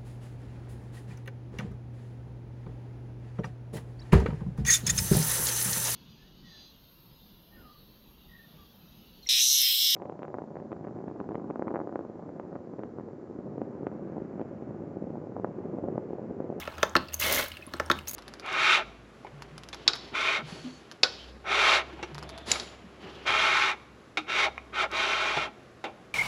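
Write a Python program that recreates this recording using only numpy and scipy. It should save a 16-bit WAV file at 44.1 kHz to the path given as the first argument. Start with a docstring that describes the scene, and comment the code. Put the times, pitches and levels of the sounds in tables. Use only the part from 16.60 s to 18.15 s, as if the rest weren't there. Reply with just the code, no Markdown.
"""A toy tap is pumped by hand over a plastic sink, outdoors beside a wall.
The plunger rubs in its barrel, knocking at the top of its travel and again as it is pressed.
The nozzle spits air, then sprays into the shallow water, drumming on the basin and leaving
bubbles and drips. A low hum and soft outdoor air lie behind."""
import sys
import numpy as np
from scipy import signal
from scipy.fft import rfft, irfft, next_fast_len
from scipy.io import wavfile
from scipy.ndimage import map_coordinates

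SR = 44100
rng = np.random.default_rng(int(sys.argv[2]) if len(sys.argv) > 2 else 0)


def to_wav(s):
    """Save 16-bit WAV."""
    ch = np.atleast_2d(s).T  # columns
    pcm = np.round(np.clip(ch, -1, 1) * 32767)  # PCM
    wavfile.write(sys.argv[1], SR, pcm.astype(np.int16))


N = 68355

# Tone of drops hitting shallow water. Each row: frequency in Hz, level in dB.
SPLASH_TONE = [(300, -7.5), (850, -4.5), (1400, 0), (1750, -2), (2100, 8), (2450, -3), (3000, 1.5),
               (4200, -1.5), (6000, -16), (9000, -11.5), (16000, -18)]


def amp(db):
    """Decibels to gain."""
    return 10 ** (np.asarray(db) / 20)


def unit(x):
    """x scaled to rms 1."""
    return x / np.sqrt(np.mean(x ** 2) + 1e-20)


def since(start):
    """Seconds since start, zero before it."""
    return np.maximum(np.arange(N) / SR - start, 0)


def along(points, hz):
    """A curve through (Hz, value) points on a log frequency axis."""
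    freqs, values = np.transpose(points)
    return np.interp(np.log(hz + 1), np.log(freqs + 1), values)


def level(points):
    """A gain envelope through (seconds, dB) points."""
    times, db = np.transpose(points)
    return amp(np.interp(since(0), times, db))


def filtered(x, response):
    """x through a filter given as a complex response of frequency."""
    size = 2 * next_fast_len(N)
    return irfft(rfft(x, size) * response(np.fft.rfftfreq(size, 1 / SR)), size)[..., :N]


def colour(x, tone):
    """x through a minimum-phase EQ of (Hz, dB) points, at rms 1."""
    size = 2 * next_fast_len(N)
    cepstrum = irfft(np.log(amp(along(tone, np.fft.rfftfreq(size, 1 / SR)))), size)
    cepstrum[1:size // 2] *= 2
    cepstrum[size // 2 + 1:] = 0
    return unit(irfft(rfft(x, size) * np.exp(rfft(cepstrum)), size)[:N])


def noise(tone):
    """Coloured noise at rms 1."""
    return colour(rng.standard_normal(N), tone)


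def strike(start, rise, t60):
    """A hit's envelope: quick attack, then a fall of 60 dB in t60 seconds."""
    t = since(start)
    return -np.expm1(-t / rise) * amp(-60 * t / t60)


def ring(start, modes, rise):
    """Damped modes (Hz, dB, t60 in seconds) set off together."""
    t = since(start)
    return sum(amp(db) * strike(start, rise, t60) * np.sin(2 * np.pi * hz * t) for hz, db, t60 in modes)


def patter(tone, per_second, spread_db=4.5):
    """Tiny random blows of uneven size, coloured by tone, at rms 1."""
    blows = (rng.random(N) < per_second / SR) * rng.choice([-1, 1], N)
    sizes = amp(spread_db * np.clip(rng.standard_normal(N), -2, 2))
    return colour(blows * sizes, tone)


def plunger():
    """Each knock cracks, clicks the valve and rings the plastic; the plunger rubs as it slides."""
    # Plunger knocks. Each row: start in seconds, stem level in dB, stem ring centre in Hz,
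    # levels of basin, thud, crack and valve click in dB, click pitch in Hz.
    knocks = [(0.0749, -31.5, 1380, -20, -37, -37.5, -35, 2760),
              (0.1816, -40, 1380, -31, -34.5, -35, -50, 6040),
              (0.2297, -16, 1510, -7.5, -44, -15.5, -26.5, 5980),
              (.353, -11.5, 1490, -13, -13.5, -21.5, -21, 5550),
              (0.3645, -22, 1690, -15, -24.5, -16.5, -14.5, 4300),
              (1.1368, -32, 1130, -27.5, -26, -31, -32, 4380),
              (1.1984, -22, 1460, -14.5, -29.5, -27.5, -29, 6030),
              (1.2998, -13.5, 1150, -15, -15, -22.5, -30, 5040),
              (1.3139, -27, 1830, -20.5, -27, -16.5, -19.5, 3660)]
    # Modes of the pump stem, the basin wall and the whole sink.
    # Each row: frequency in Hz, relative level in dB, t60 in seconds.
    stem_modes = [(1158, 1.5, 0.024), (1338, 10, 0.016), (1524, 8, 0.013), (1742, 1, .028),
                  (2040, -23, 0.02), (2790, 10, 0.021)]
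    basin_modes = [(518, -15, 0.015), (590, 5, 0.014), (740, -5.5, 0.013), (878, -8.5, 0.028)]
    thud_modes = [(149, -24.5, 0.26), (216, -14, 0.066), (273, -3, 0.044), (342, -0.5, 0.049)]
    # Tones of the crack and the rub. Each row: frequency in Hz, level in dB.
    crack_tone = [(300, -11), (1500, 3), (2400, 0), (3200, -1), (4500, -8), (6400, -7), (7600, -20),
                  (8500, -16), (10000, -26.5), (11800, -17), (16000, -26)]
    rub_tone = [(100, -16), (220, 4), (550, -2), (780, 5), (1100, 3.5), (1700, -1.5), (2400, -19.5),
                (6000, -19), (16000, -41)]
    # Slides along the barrel. Each row: start and end in seconds, level in dB.
    slides = [(-.05, 0.435, -51), (1.105, 1.41, -49.5)]
    focus_db = 22  # loss one octave from the stem ring's centre
    bend_lag_s, bend_hz, slide_fade_s = 0.00482, 889, 0.014
    body, clicks = np.zeros(N), np.zeros(N)
    for start, stem_db, centre_hz, basin_db, thud_db, crack_db, valve_db, valve_hz in knocks:
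        stem = [(hz, db - focus_db * np.log2(hz / centre_hz) ** 2, t60) for hz, db, t60 in stem_modes]
        body += amp(stem_db) * ring(start, stem, rise=0.00071)
        body += amp(basin_db) * ring(start, basin_modes, rise=0.0014)
        body += amp(thud_db) * ring(start, thud_modes, rise=0.0031)
        clicks += amp(crack_db) * strike(start, rise=0.00025, t60=0.02) * noise(crack_tone)
        clicks += amp(valve_db) * valve_tick(start, valve_hz, t60=0.013)
    # The low notes travel more slowly through the plastic and arrive last.
    body = filtered(body, lambda hz: np.exp(-2j * np.pi * bend_lag_s * bend_hz * np.arctan(hz / bend_hz)))
    stroke = sum(amp(db) * -np.expm1(-since(start) / slide_fade_s) * np.exp(-since(end) / slide_fade_s)
                 for start, end, db in slides)
    return body + clicks + stroke * patter(rub_tone, per_second=1100, spread_db=6.5)


def valve_tick(start, hz, t60):
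    """A short wet click: a burst of noise in one broad resonance."""
    width_hz = 0.15 * hz
    band = filtered(rng.standard_normal(N), lambda f: 1 / (1 + (2 * (f - hz) / width_hz) ** 2))
    return strike(start, rise=0.00027, t60=t60) * unit(band)


def nozzle():
    """Trapped air leaks and spits out in whistling puffs, the jet crackles and the valve ticks."""
    # Spits of air and water. Each row: peak time in seconds, hiss level in dB,
    # half length in seconds, whistle level in dB.
    spits = [(.535, -36, 0.0017, -47), (0.5432, -27.5, 0.0013, -24.5), (0.55, -38, 0.0018, -62),
             (0.568, -40, 0.0007, -53), (0.601, -28, 0.002, -36), (.727, -21.5, 0.0014, -55),
             (0.884, -39.5, 0.0017, -50), (1.483, -33.5, 0.0017, -32), (1.488, -37, 0.0018, -37.5),
             (1.495, -32.5, 0.001, -31), (1.501, -46, 0.0032, -44), (1.513, -32.5, 0.0015, -40),
             (1.5345, -31, 0.00076, -55), (1.5401, -37.5, 0.00076, -35.5), (1.5442, -34, 0.00067, -42),
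             (1.5495, -30.5, 0.00099, -33)]
    # Tones of the spit, the whistle and the jet. Each row: frequency in Hz, level in dB.
    spit_tone = [(500, -8.5), (2000, -14), (3000, -16), (5300, -12), (6650, -14), (7400, -14.5),
                 (10000, -9.5), (12000, -2), (13500, -5), (14800, 4), (16000, -9)]
    whistle_tone = [(2000, -42), (4500, -19), (5600, -22), (6200, -6.5), (6650, 6), (7200, -18.5),
                    (9000, -13), (16000, -48)]
    jet_tone = [(1500, -28), (4000, -10.5), (6300, 0.5), (8000, -11.5), (10500, -6.5), (12000, 0.5),
                (13500, -7), (15000, 2), (16000, -9)]
    # Air leaking ahead of the water. Each row: start and end in seconds, level in dB.
    leaks = [(0.56, .594, -57), (1.472, 1.56, -48.5)]
    # Envelopes of the opening dribble and the full jet. Each row: time in seconds, level in dB.
    dribble_levels = [(0, -42.5), (.05, -68), (.15, -79), (.25, -60), (.33, -73)]
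    jet_levels = [(.588, -71), (.598, -34), (.64, -35.5), (.70, -36), (.755, -29), (.80, -36), (.835, -42),
                  (.88, -56), (.96, -71), (1.05, -91)]
    # Thin ticks of the wet valve. Each row: start in seconds, pitch in Hz, level in dB.
    valve_ticks = [(0.247, 6300, -35), (0.2951, 6400, -32), (0.4847, 4880, -34), (1.0662, 10000, -34.5),
                   (1.167, 8100, -46), (1.262, 5300, -40), (1.2605, 9260, -38.5), (1.4735, 5400, -25.5)]
    t = since(0)
    hiss, whistle = noise(spit_tone), noise(whistle_tone)
    puffs = sum(np.exp(-((t - peak) / half) ** 2 / 2) * (amp(hiss_db) * hiss + amp(whistle_db) * whistle)
                for peak, hiss_db, half, whistle_db in spits)
    leak = sum(amp(db) * (t > start) * (t < end) for start, end, db in leaks) * noise(spit_tone)
    jet_start = jet_levels[0][0]
    flow = level(jet_levels) * (t > jet_start) + level(dribble_levels)
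    jet = flow * patter(jet_tone, per_second=3700, spread_db=5)
    ticks = sum(amp(db) * valve_tick(start, hz, t60=0.0076) for start, hz, db in valve_ticks)
    return puffs + (leak + jet) * flutter(depth_db=2.4) + ticks


def flutter(depth_db, rate_hz=420):
    """A fast random gain: the jet breaks up into clumps of drops."""
    position = np.arange(N) * rate_hz / SR
    wobble = map_coordinates(rng.standard_normal(int(position[-1]) + 4), [position])
    return unit(amp(depth_db * wobble))


def bubbles(centre_hz, spread_octaves, count):
    """Small bubbles ping at random times, each rising in pitch as it dies; rms 1."""
    life_cycles, size_range_db = 28, 18
    when, size, *dice = rng.random((count, 5)).T[:, :, None]
    hz = centre_hz * 2 ** (spread_octaves * 2 * (sum(dice) - len(dice) / 2))
    t = np.arange(SR // 50) / SR
    age = t * hz / life_cycles
    envelope = amp(size_range_db * size ** 2 - 60 * age) * -np.expm1(-t * hz)
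    pings = envelope * np.sin(2 * np.pi * hz * t * (1 + 0.12 * np.minimum(age, 1)))
    samples = (when * N).astype(int) + np.arange(len(t))
    return unit(np.bincount(samples.ravel(), pings.ravel(), N)[:N])


def settling_water():
    """The water in the sink fizzes, larger drops fall into it and the intake glugs softly."""
    # Envelope of the settling water. Each row: time in seconds, level in dB.
    trickle_levels = [(0, -43), (.1, -49.5), (.2, -50), (.32, -61), (.45, -52.5), (.55, -54.5), (.9, -49.5),
                      (1.0, -54), (1.05, -62), (1.11, -62.5), (1.17, -52), (1.27, -80), (1.37, -46),
                      (1.44, -80), (1.55, -66.5)]
    # Tone of the fizz. Each row: frequency in Hz, level in dB.
    fizz_tone = [(500, -26), (1300, 5.5), (2000, -3.5), (2900, 2), (4500, -9), (7000, -19), (12000, -19.5),
                 (16000, -15)]
    # Single drops. Each row: start in seconds, bubble pitch in Hz, bubble and splat levels in dB.
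    drips = [(0.034, 2910, -39, -48), (0.053, 1455, -36, -39), (0.138, 1380, -39, -58),
             (.224, 1460, -35, -44), (0.486, 2700, -36.5, -40), (0.524, 2670, -37, -38),
             (0.534, 2800, -33, -39), (.624, 2690, -18.5, -46), (.726, 603, -18, -30),
             (.779, 2080, -16.5, -34), (.797, 1510, -19.5, -21), (.861, 1560, -29, -48),
             (0.917, 2875, -28, -33.5), (0.938, 4150, -44, -55), (0.969, 2750, -32, -37),
             (1.024, 2530, -33.5, -53), (1.388, 2820, -29, -32.5), (1.4727, 2670, -37.5, -33.5)]
    # Water drawn back into the pump. Each row: start in seconds, pitch in Hz, level in dB.
    glugs = [(.994, 350, -37.5), (1.0, 574, -42), (1.073, 264, -33.5), (1.077, 1063, -41.5)]
    fizz = amp(-4.5) * patter(fizz_tone, per_second=1600)
    froth = amp(-6) * bubbles(centre_hz=2810, spread_octaves=0.454, count=300)
    water = level(trickle_levels) * (fizz + froth)
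    for start, hz, bubble_db, splat_db in drips:
        water += amp(splat_db) * strike(start, rise=0.001, t60=0.022) * noise(SPLASH_TONE)
        water += ring(start, [(hz, bubble_db, 0.024)], rise=0.001)
    return water + sum(ring(start, [(hz, db, 0.034)], rise=0.00087) for start, hz, db in glugs)


def air_and_hum():
    """Steady outdoor air and a low hum that swells and fades."""
    # Tone of the air. Each row: frequency in Hz, level in dB.
    air_tone = [(20, -48), (55, 4.5), (130, 1.5), (200, 2.5), (300, -2.5), (700, -9.5), (1500, -15),
                (4000, -38), (8000, -49), (16000, -53)]
    # Envelope of the hum. Each row: time in seconds, rms level in dB.
    hum_levels = [(0, -51), (.106, -62), (.188, -44), (.296, -57), (.41, -50), (.46, -58), (.548, -46),
                  (.76, -48.5), (.85, -58), (.94, -50.5), (1.0, -82), (1.1, -65), (1.2, -46.5), (1.41, -50),
                  (1.55, -68)]
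    hum_hz = 79.2
    hum = level(hum_levels) * np.sqrt(2) * np.sin(2 * np.pi * hum_hz * since(0))
    return amp(-54) * noise(air_tone) + hum


def spray():
    """Droplets splash, trap bubbles and, as the jet gathers force, drum on the basin."""
    # Envelopes of the spray landing and the basin drumming. Each row: time in seconds, level in dB.
    landing_levels = [(.59, -86), (.603, -40.5), (.624, -29.5), (.66, -31), (.72, -33), (.80, -31),
                      (.83, -37.5), (.88, -52.5), (.96, -61), (1.1, -62.5)]
    drum_levels = [(.6, -56), (.655, -35.5), (.73, -34.5), (.80, -33), (.86, -48.5), (.92, -65.5),
                   (1.0, -60)]
    # Tone of the basin under the jet. Each row: frequency in Hz, level in dB.
    drum_tone = [(100, -21.5), (200, -16), (350, -13), (470, -10), (535, -0.5), (605, -1.5), (690, -11),
                 (800, -15.5), (1400, -13.5), (2500, -41)]
    splash = flutter(depth_db=1.6) * patter(SPLASH_TONE, per_second=5000)
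    froth = amp(-5) * bubbles(centre_hz=2990, spread_octaves=0.5, count=1100)
    drum = level(drum_levels) * patter(drum_tone, per_second=1300)
    return level(landing_levels) * (splash + froth) + drum


def yard_reflections(sound):
    """Quick reflections inside the sink and a faint tail from deck and wall."""
    # Tone of the tail. Each row: frequency in Hz, level in dB.
    tail_tone = [(100, 3), (190, 8), (330, 5.5), (580, -2.5), (850, 9), (1400, -2), (4000, 1), (8000, -4.5),
                 (16000, -9)]
    # Decay of the tail. Each row: frequency in Hz, t60 in seconds.
    tail_t60 = [(150, 0.31), (1000, 0.23), (4000, 0.24), (6500, 0.23), (8000, 0.17), (16000, .08)]
    tail_db, near_db, near_t60_s = -17.5, -11, 0.024
    hz, frame_s, spectra = signal.stft(rng.standard_normal(SR // 2), SR, nperseg=256)
    decay = amp(along(tail_tone, hz)[:, None] - 60 * frame_s / along(tail_t60, hz)[:, None])
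    tail = signal.istft(spectra * decay, SR, nperseg=256)[1]
    t = np.arange(len(tail)) / SR
    tail *= t > 0.006  # silent until the first reflection returns
    near = rng.standard_normal(len(t)) * amp(-60 * t / near_t60_s) * (t > 0.002)
    response = amp(tail_db) * tail / np.linalg.norm(tail) + amp(near_db) * near / np.linalg.norm(near)
    return signal.fftconvolve(sound, response)[:N]


def scene():
    """Pump and water, close by in the yard, in mono."""
    toy = plunger() + nozzle() + spray() + settling_water()
    return (toy + yard_reflections(toy) + air_and_hum())[None]


def record(dry):
    """A brick-wall low-pass trims the very top of the treble."""
    return filtered(dry, lambda hz: hz < 15800)


dry = scene()
out = record(dry)
to_wav(out)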